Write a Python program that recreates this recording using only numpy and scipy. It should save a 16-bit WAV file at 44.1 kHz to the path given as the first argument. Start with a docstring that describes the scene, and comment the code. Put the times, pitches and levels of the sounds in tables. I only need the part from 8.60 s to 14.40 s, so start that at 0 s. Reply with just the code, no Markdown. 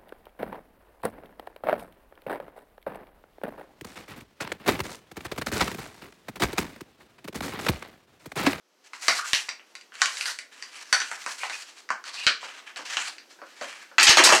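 """A wooden hockey stick taps a hard ball to and fro on a rubber mat in a garage: the wood clacks and
the ball rings on. Between taps the blade knocks on the mat, rasps over the tread and judders.
The player steps up with soft footfalls and shoots; stick and ball crash into stored clutter, loud
enough to drive the recorder's limiter. Short garage reflections and faint room tone surround it all."""
import sys
import numpy as np
from scipy import signal
from scipy.io import wavfile
from scipy.ndimage import uniform_filter1d, minimum_filter1d

SR = 44100
rng = np.random.default_rng(int(sys.argv[2]) if len(sys.argv) > 2 else 0)


def put_to_file(sound):
    """Save the sound as 16-bit audio at rate SR, in the file named by the first command-line argument."""
    columns = np.atleast_2d(sound).T  # one column per channel
    safe = np.clip(columns, -1, 1)
    whole_steps = np.round(safe * 32767)
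    wavfile.write(sys.argv[1], SR, whole_steps.astype(np.int16))


N = 255780
TIME = np.arange(N) / SR
BODY_TOP_HZ, CLACK_TOP_HZ = 800, 3400   # crossovers of a blow: low body, mid clack, high crack

# broad resonances of the wooden stick: (frequency [Hz], width [Hz], level [dB])
STICK_MODES = [(394, 31, -34.5), (675, 126, -19), (880, 150, -3), (1072, 65, -0.5), (1460, 52, -18),
               (1490, 143, 0), (1850, 260, 0.5), (2050, 170, -2.5), (2400, 500, 4.5), (2875, 290, 3.5),
               (3130, 86, -1.5), (3970, 460, 3), (4470, 173, 3.5), (5200, 3000, -29), (5620, 2400, 5),
               (7700, 1700, -0.5), (7600, 1200, -63), (8800, 3600, -3)]


def from_db(db):
    """Decibels to gain."""
    return 10 ** (np.asarray(db) / 20)


def rms_one(x):
    """Scale to rms 1."""
    return x / np.sqrt(np.mean(x ** 2) + 1e-20)


def unit_energy(x):
    """Scale to a sum of squares of 1."""
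    return x / np.sqrt(np.sum(x ** 2) + 1e-20)


def in_time(curve):
    """Read a breakpoint curve at every sample."""
    return np.interp(TIME, *np.transpose(curve))


def at_hz(spectrum, hz):
    """Read an EQ curve on a log-frequency axis."""
    points_hz, db = np.transpose(spectrum)
    return np.interp(np.log(hz), np.log(points_hz), db)


def cut(x, hz, kind, order=2):
    """Butterworth filter."""
    return signal.sosfilt(signal.butter(order, np.minimum(hz, .48 * SR), kind, fs=SR, output="sos"), x)


def bands(sources):
    """Yield third-octave bands (centre [Hz], signal); neighbours take turns on two sources."""
    edges = 100 * 2 ** (np.arange(23) / 3)
    for k, (lo, hi) in enumerate(zip(edges, edges[1:])):
        yield np.sqrt(lo * hi), cut(sources[k % 2], [lo, hi], "band")


def drift(knots_per_s):
    """Random modulation that glides between values of spread 1."""
    knots = rng.standard_normal(600)
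    return np.interp(TIME * knots_per_s, np.arange(len(knots)), knots)


def add(track, s, sound):
    """Mix a sound in at a time."""
    i = int(np.clip(round(s * SR), 0, len(track) - 1))
    track[i:i + len(sound)] += sound[:len(track) - i]


def garage(x, wet_db, t60_s=0.26, treble_t60_s=0.18):
    """Dense reflections build up fast and die away; each spot in the room has its own pattern."""
    t = TIME[:SR // 3]
    noise = rng.standard_normal(len(t))
    dull = cut(noise, 6900, "low", order=1)
    tail = dull * from_db(-60 * t / t60_s) + (noise - dull) * from_db(-60 * t / treble_t60_s)
    build_up = 1 - np.exp(-t / 0.00011)
    response = from_db(wet_db) * unit_energy(tail * build_up)
    response[0] += 1   # direct sound
    return signal.fftconvolve(x, response)[:N]


def blow(modes, levels_db, clack_hz, scatter_db, focus_db):
    """A contact rings all modes: hardness sets body, clack and crack; its place favours one pitch."""
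    hz, width, db = np.transpose(modes)
    group = np.searchsorted([BODY_TOP_HZ, CLACK_TOP_HZ], hz)
    off_pitch_db = focus_db * (group == 1) * np.abs(np.log2(hz / clack_hz))
    gain = from_db(db - off_pitch_db + scatter_db * rng.standard_normal(len(hz)))
    t = TIME[:SR // 20, None]
    decay = np.sqrt(width) * np.exp(-np.pi * width * t)
    rings = gain * decay * np.sin(2 * np.pi * (hz * t + rng.random(len(hz))))
    body, clack, crack = (rings[:, group == k].sum(axis=1) for k in range(3))
    # each group radiates only around its own range
    parts = [cut(body, [200, 1100], "band"),
             cut(clack, [.5 * clack_hz, 1.74 * clack_hz], "band"),
             cut(crack, [3600, 15000], "band")]
    hit = sum(from_db(db) * unit_energy(part) for db, part in zip(levels_db, parts))
    return np.sqrt(0.0086 * SR) * hit   # levels are rms, as if spread over 8.6 ms


def room_tone():
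    """Faint air in the garage, rising at the start."""
    # colour of the air: (frequency [Hz], level [dB])
    air_eq = [(59, -51), (100, -13.5), (322, 3), (1420, -2.5), (1950, -5), (4570, -7), (5530, -6.5),
              (6560, -3), (7450, -15), (12700, -11.5), (16000, -4)]
    # its fader curve: (time [s], level [dB])
    fader = [(0, -69.5), (.3, -61), (5.8, -56.5)]
    tone = sum(band * from_db(at_hz(air_eq, hz)) for hz, band in bands(rng.standard_normal((2, N))))
    return from_db(in_time(fader)) * rms_one(tone)


def footsteps(trim_db=-0.5, crack_db=-19):
    """Shoes land on the mat: soft, dull blows, heard mostly through the room."""
    # footfalls: (time [s], level [dB], body [dB re level])
    steps = [(3.8295, -41, -17), (4.19, -43, -4.5), (4.206, -48, -17), (4.7882, -55, -7), (4.8168, -44, -7),
             (5.013, -42.5, 4.5), (5.3145, -51, -15)]
    # resonances of a shoe: (frequency [Hz], width [Hz], level [dB])
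    shoe_modes = [(181, 93, -32), (311, 40, 1.5), (567, 113, 14), (740, 210, -3), (994, 240, -1),
                  (1500, 190, 0), (2300, 1350, 3.5), (4470, 580, 6), (6600, 1100, -9)]
    out = np.zeros(N)
    for s, db, body in steps:
        step = blow(shoe_modes, [db + body, db, db + crack_db], clack_hz=920, scatter_db=1.5, focus_db=1.5)
        add(out, s, garage(step, wet_db=6.0))
    return from_db(trim_db) * out


def thumps(push_s=0.0019):
    """A faint low thump, as of the recorder overloading, under a few of the loud blows."""
    # short, rounded pulses: (time [s], peak [dB])
    pulses = [(0.4829, -34.5), (0.7337, -28), (2.329, -37), (3.6662, -22.5), (5.495, -18)]
    out = np.zeros(N)
    for s, db in pulses:
        add(out, s, from_db(db) * np.hanning(int(push_s * SR)))
    return out


def blade_judder(width_hz=400, trim_db=5.0):
    """Uneven slips on the rubber drive one resonance of the blade for a moment."""
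    # judders: (start [s], end [s], pitch [Hz], level [dB])
    judders = [(0.587, 0.6, 1380, -33.5), (0.619, 0.673, 1400, -44), (1.654, 1.694, 1660, -40),
               (2.797, 2.844, 2390, -45), (2.92, 2.957, 2580, -44.5), (3.561, 3.65, 2680, -44.5)]
    out = np.zeros(N)
    for start, end, hz, db in judders:
        slips = rng.standard_normal(int((end - start) * SR))
        rub = rms_one(cut(slips, [hz - width_hz / 2, hz + width_hz / 2], "band"))
        add(out, start, from_db(trim_db + db) * rub * signal.windows.tukey(len(rub), .4))
    return garage(out, wet_db=-1.5)


def stroke_gains(bite_s=0.018, lift_t60_s=0.24):
    """Envelopes of rasp and hiss: in each stroke the blade bites, swells or eases, and lifts."""
    # strokes over the tread: (start [s], length [s], level [dB], swell [dB], hiss [dB re rasp])
    strokes = [(0.23, 0.03, -57, 7, 1), (0.328, 0.08, -49, -7, 3.5), (0.406, 0.18, -35.5, 1, 1.5),
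               (0.638, 0.16, -37, -1.5, 5.5), (1.053, .07, -64, 0, 1), (1.324, 0.09, -45, 9, -2),
               (1.419, 0.21, -42, 9, 4), (1.648, 0.087, -40, -8.5, 6), (1.909, 0.3, -51.5, 4, -2),
               (2.148, 0.067, -44, 1.5, 0), (2.262, 0.48, -44.5, 3, 2), (2.772, 0.25, -43, -0.5, 3.5),
               (3.061, 0.042, -48.5, -2, 2.5), (3.154, 0.033, -53.5, 5, 2.5), (3.441, 0.042, -40, 8.5, 0),
               (3.523, 0.12, -40, -2.5, 3.5), (3.796, 0.21, -43, -6.5, -3.5), (4.058, .035, -43, -1, -7),
               (4.156, 0.015, -35, 4, -1.5), (4.241, 0.24, -35.5, 1.5, -0.5), (4.69, 0.027, -51.5, 2, 2.5),
               (4.849, 0.15, -53, 12, -1), (5.001, 0.22, -40, -6, -4)]
    rasp_power, hiss_power = np.zeros((2, N))
    for start, length, db, swell_db, hiss_db in strokes:
        t = TIME[:int((length + lift_t60_s) * SR)]
        ramp_db = swell_db * (np.minimum(t / length, 1) - .5)
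        release_db = -60 * np.maximum(t - length, 0) / lift_t60_s
        gain = np.minimum(t / bite_s, 1) * from_db(db + ramp_db + release_db)
        add(rasp_power, start, gain ** 2)
        add(hiss_power, start, (gain * from_db(hiss_db)) ** 2)
    return np.sqrt(rasp_power), np.sqrt(hiss_power)


def blade_drag(grains_per_s=8000, grain_db=1.0, flutter_db=2.83, shimmer_db=1.9, trim_db=-2.0):
    """The blade's edge catches and slips on the rubber ribs: tiny clicks merge into rasp and hiss."""
    # colour of the tread: (frequency [Hz], level [dB])
    tread_eq = [(120, -56), (200, -64), (387, -23), (579, -12), (696, -7.5), (851, -5.5), (1530, -0.5),
                (1840, 0.5), (2610, -0.5), (3430, -1.5), (4680, -2.5), (7680, -12.5), (9400, -18),
                (11500, -29), (16000, -31)]
    # tilt of the hiss, duller late in the drill: (time [s], slope [dB/octave])
    sheen = [(0.4, 11), (1.5, 9), (2.6, 11), (3.5, 5), (5.1, 7.5)]
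    sizes = from_db(grain_db * np.minimum(rng.exponential(1, N), 5))
    catches = rng.random(N) < grains_per_s / SR
    slips = sizes * catches * rng.standard_normal((2, N)) * from_db(flutter_db * drift(70))
    parts = [(hz, band * from_db(at_hz(tread_eq, hz) + shimmer_db * drift(12)))
             for hz, band in bands(slips)]
    slope = in_time(sheen)
    rasp = sum(band for hz, band in parts if hz < CLACK_TOP_HZ)
    hiss = sum(band * from_db(slope * np.log2(hz / 5500)) for hz, band in parts if hz >= CLACK_TOP_HZ)
    rasp_gain, hiss_gain = stroke_gains()
    drag = rms_one(rasp) * rasp_gain + rms_one(hiss) * hiss_gain
    return garage(from_db(trim_db) * drag, wet_db=-8.5)


def rattles(start_s=5.435, gap_s=0.012, count=30, centre_hz=1700, spread_octaves=0.87, scatter_db=2.5):
    """Small things rattle at random through the crash; yields (time [s], levels [dB], pitch [Hz])."""
    levels_db = np.array([-51, -31.5, -29])   # body, clack, crack
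    for k, (late, size, pitch) in enumerate(rng.uniform(-1, 1, (count, 3))):
        s = start_s + gap_s * (k + late / 2)
        yield s, levels_db + scatter_db * size, centre_hz * 2 ** (spread_octaves * pitch)


def volleys(gap_s=0.011, gap_spread=0.15, crack_loss_db=5.5):
    """Heavy blows at uneven gaps, losing crack as they go; yields (time [s], levels [dB], pitch [Hz])."""
    # the shot and the things it knocks over:
    # (time [s], blows [count], level [dB], body [dB re level], crack [dB re level], clack pitch [Hz])
    impacts = [(5.3824, 1, -10, -26.5, -9, 2200), (5.398, 3, -16.5, -22.5, 0.5, 2530),
               (5.43, 1, -18, -20, 8, 2640), (5.468, 2, -10.5, -19.5, 3, 2300),
               (5.494, 3, -15.5, -19.5, 5, 2050), (5.571, 3, -11, -10.5, -1.5, 1670),
               (5.638, 4, -17.5, -9.5, 12, 1710), (5.691, 2, -14.5, -12.5, -4, 1390),
               (5.724, 2, -14, -5.5, -3, 1740), (5.75, 1, -20, -20, 3, 1700)]
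    for s, blows, db, body, crack, clack_hz in impacts:
        for k in range(blows):
            yield s, [db + body, db, db + crack - crack_loss_db * k], clack_hz
            s += gap_s * (1 + gap_spread * rng.uniform(-1, 1))


def crash(trim_db=-3.5, bounce_db=-9.0, bounce_s=.003, bounces=4):
    """Loose things are knocked together; each blow chatters on in a few quick, weaker bounces."""
    # resonances of the stored clutter: (frequency [Hz], width [Hz], level [dB])
    clutter_modes = [(260, 55, -14), (360.5, 27, 0), (510, 76, -2), (636, 140, 4), (822, 124, 2),
                     (1220, 490, 2), (1700, 290, 1), (1980, 360, 0.5), (2340, 580, -0.5), (2630, 180, 0.5),
                     (3060, 200, 1.5), (3380, 220, -2), (4150, 450, 1.5), (4720, 510, 2.5),
                     (5520, 410, -0.5), (6400, 690, 0), (8180, 1200, -4), (12000, 18000, -8.5)]
    out = np.zeros(N)
    for s, levels, clack_hz in [*volleys(), *rattles()]:
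        hit = blow(clutter_modes, levels, clack_hz, scatter_db=1.5, focus_db=3.5)
        gaps = bounce_s * rng.uniform(.3, 1.7, bounces)
        chatter = np.zeros(SR // 4)
        for k, delay in enumerate([0, *np.cumsum(gaps)]):
            add(chatter, delay, from_db(bounce_db * k) * hit)
        add(out, s, garage(chatter, wet_db=2.0))
    return from_db(trim_db) * out


def soften_stick(x, s, top_hz=14300, fall_octaves_per_s=0.22):
    """Roll off a blow's treble: the blows sound duller as the drill goes on."""
    return cut(x, top_hz * 2 ** (-fall_octaves_per_s * s), "low", order=4)


def stick_on_mat(trim_db=-2.0, body_db=-17, damping_hz=215):
    """The blade comes down on the mat: wood cushioned by rubber, a full, dull knock with no ring."""
    # knocks: (time [s], level [dB], clack pitch [Hz], crack [dB re level])
    knocks = [(0.3341, -37.5, 1500, -10), (0.4846, -21.5, 940, -23), (0.8863, -37, 1730, -30),
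              (0.9958, -49, 1700, -29), (1.3209, -47, 1630, -22), (2.4175, -29.5, 1480, -7),
              (2.5148, -30.5, 1200, -5.5), (2.6627, -28.5, 1400, -5.5), (2.8336, -27.5, 1500, -21),
              (2.898, -33, 1500, -4), (3.29, -36, 1350, -9), (3.3041, -22.5, 1010, -13.5),
              (3.6725, -20, 1700, -22), (4.3697, -24, 1680, -6)]
    damped_modes = np.add(STICK_MODES, [0, damping_hz, 0])   # the rubber widens each resonance
    out = np.zeros(N)
    for s, db, clack_hz, crack in knocks:
        knock = blow(damped_modes, [db + body_db, db, db + crack], clack_hz, scatter_db=2.0, focus_db=10.5)
        add(out, s, garage(soften_stick(knock, s), wet_db=2.0))
    return from_db(trim_db) * out


def ball_ring(ring_hz, focus_db=36, reach_octaves=.3, scatter_db=1.5):
    """The ball's modes ring on; the spot that is struck favours those near one pitch."""
    # modes of the hard ball: (frequency [Hz], level [dB], t60 [s])
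    ball_modes = [(1653, -1, .15), (1825, -3, .19), (1981, -5, .17), (2713, -16, .25), (4581, -7, .12),
                  (4780, 4, .19), (5610, 2, .2), (6008, 5, .17), (7144, -7, .14), (7900, -7, .15)]
    hz, db, t60 = np.transpose(ball_modes)
    t = TIME[:SR // 4, None]
    detuning = np.minimum(np.abs(np.log2(hz / ring_hz)), reach_octaves)
    strength = from_db(db - focus_db * detuning + scatter_db * rng.standard_normal(len(hz)))
    polarity = rng.choice([-1, 1], len(hz))
    rings = from_db(-60 * t / t60) * np.sin(2 * np.pi * hz * t)
    return rings @ (strength * polarity)


def stick_on_ball(clack_trim_db=-2.5, crack_db=-0.5):
    """Each tap is a short, sharp wooden clack, and the ball rings on after it; one such click also sharpens the
    foot stomp at 5.01 s."""
    # taps: (time [s], level [dB], body [dB re level], clack pitch [Hz], ball ring [dB re level], ring pitch
    # [Hz]); the last row is the sharp contact of a stomping foot
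    taps = [(0.4821, -14, -12.5, 2100, -15.5, 5700), (0.7328, -18, -24, 1950, -32, 5160),
            (0.7479, -24, -33, 2380, -5, 5430), (0.8902, -31, -32, 1800, -6.5, 5100),
            (1.153, -41, -34, 1700, -7.5, 4700), (1.2116, -49.5, -27, 2050, -6, 4780),
            (1.3536, -45, -33, 2480, -27, 4780), (1.4178, -15.5, -30, 1620, -16, 4660),
            (1.458, -25, -21, 2400, -17, 4660), (1.5708, -35, -35, 2300, -8, 4550),
            (1.6102, -28, -37, 2200, -7, 4450), (1.6569, -30.5, -37, 1970, -9, 4780),
            (1.7884, -34, -21, 1790, -17, 4780), (2.0247, -37.5, -25, 1740, -2, 4660),
            (2.3274, -13, -36, 1390, -10, 6000), (2.4027, -28.5, -34, 1600, -4, 6000),
            (3.4404, -41, -37, 1620, -28, 4780), (3.6666, -13, -33, 2400, -15, 4510),
            (4.1606, -39.5, -10, 1650, -18, 4780), (4.5827, -43.5, -35, 1940, -11, 4780),
            (5.012, -39.5, -4, 1750, -20, 4780)]
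    out = np.zeros(N)
    for s, db, body, clack_hz, ring, ring_hz in taps:
        tap = blow(STICK_MODES, [db + body, db, db + crack_db], clack_hz, scatter_db=2.5, focus_db=13.0)
        add(out, s, from_db(clack_trim_db) * garage(soften_stick(tap, s), wet_db=0.0))
        add(out, s, from_db(db + ring) * garage(ball_ring(ring_hz), wet_db=-12.0))
    return out


def scene():
    """A mono mix with little bass, apart from a few faint low thumps."""
    stickhandling = stick_on_ball() + stick_on_mat() + blade_drag() + blade_judder()
    mix = stickhandling + footsteps() + crash() + room_tone()
    return (cut(mix, 180, "high", order=4) + thumps())[None]


def limiter(x, ceiling=.7, release_db_per_s=5000):
    """The gain drops at once on a peak over the ceiling and comes back within milliseconds."""
    over_db = 20 * np.log10(np.maximum(np.abs(x) / ceiling, 1))
    release_db = release_db_per_s * TIME
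    reduction_db = np.maximum.accumulate(over_db + release_db, axis=-1) - release_db
    held_gain = minimum_filter1d(from_db(-reduction_db), size=15)
    return x * uniform_filter1d(held_gain, size=15)


def record(dry, mic_top_hz=8750, band_limit_hz=16100):
    """A small microphone with a soft top, a limiter, and a steep band limit."""
    limited = limiter(cut(dry, mic_top_hz, "low"))
    return signal.sosfilt(signal.ellip(10, .1, 80, band_limit_hz, fs=SR, output="sos"), limited)


dry = scene()
out = record(dry)
put_to_file(out)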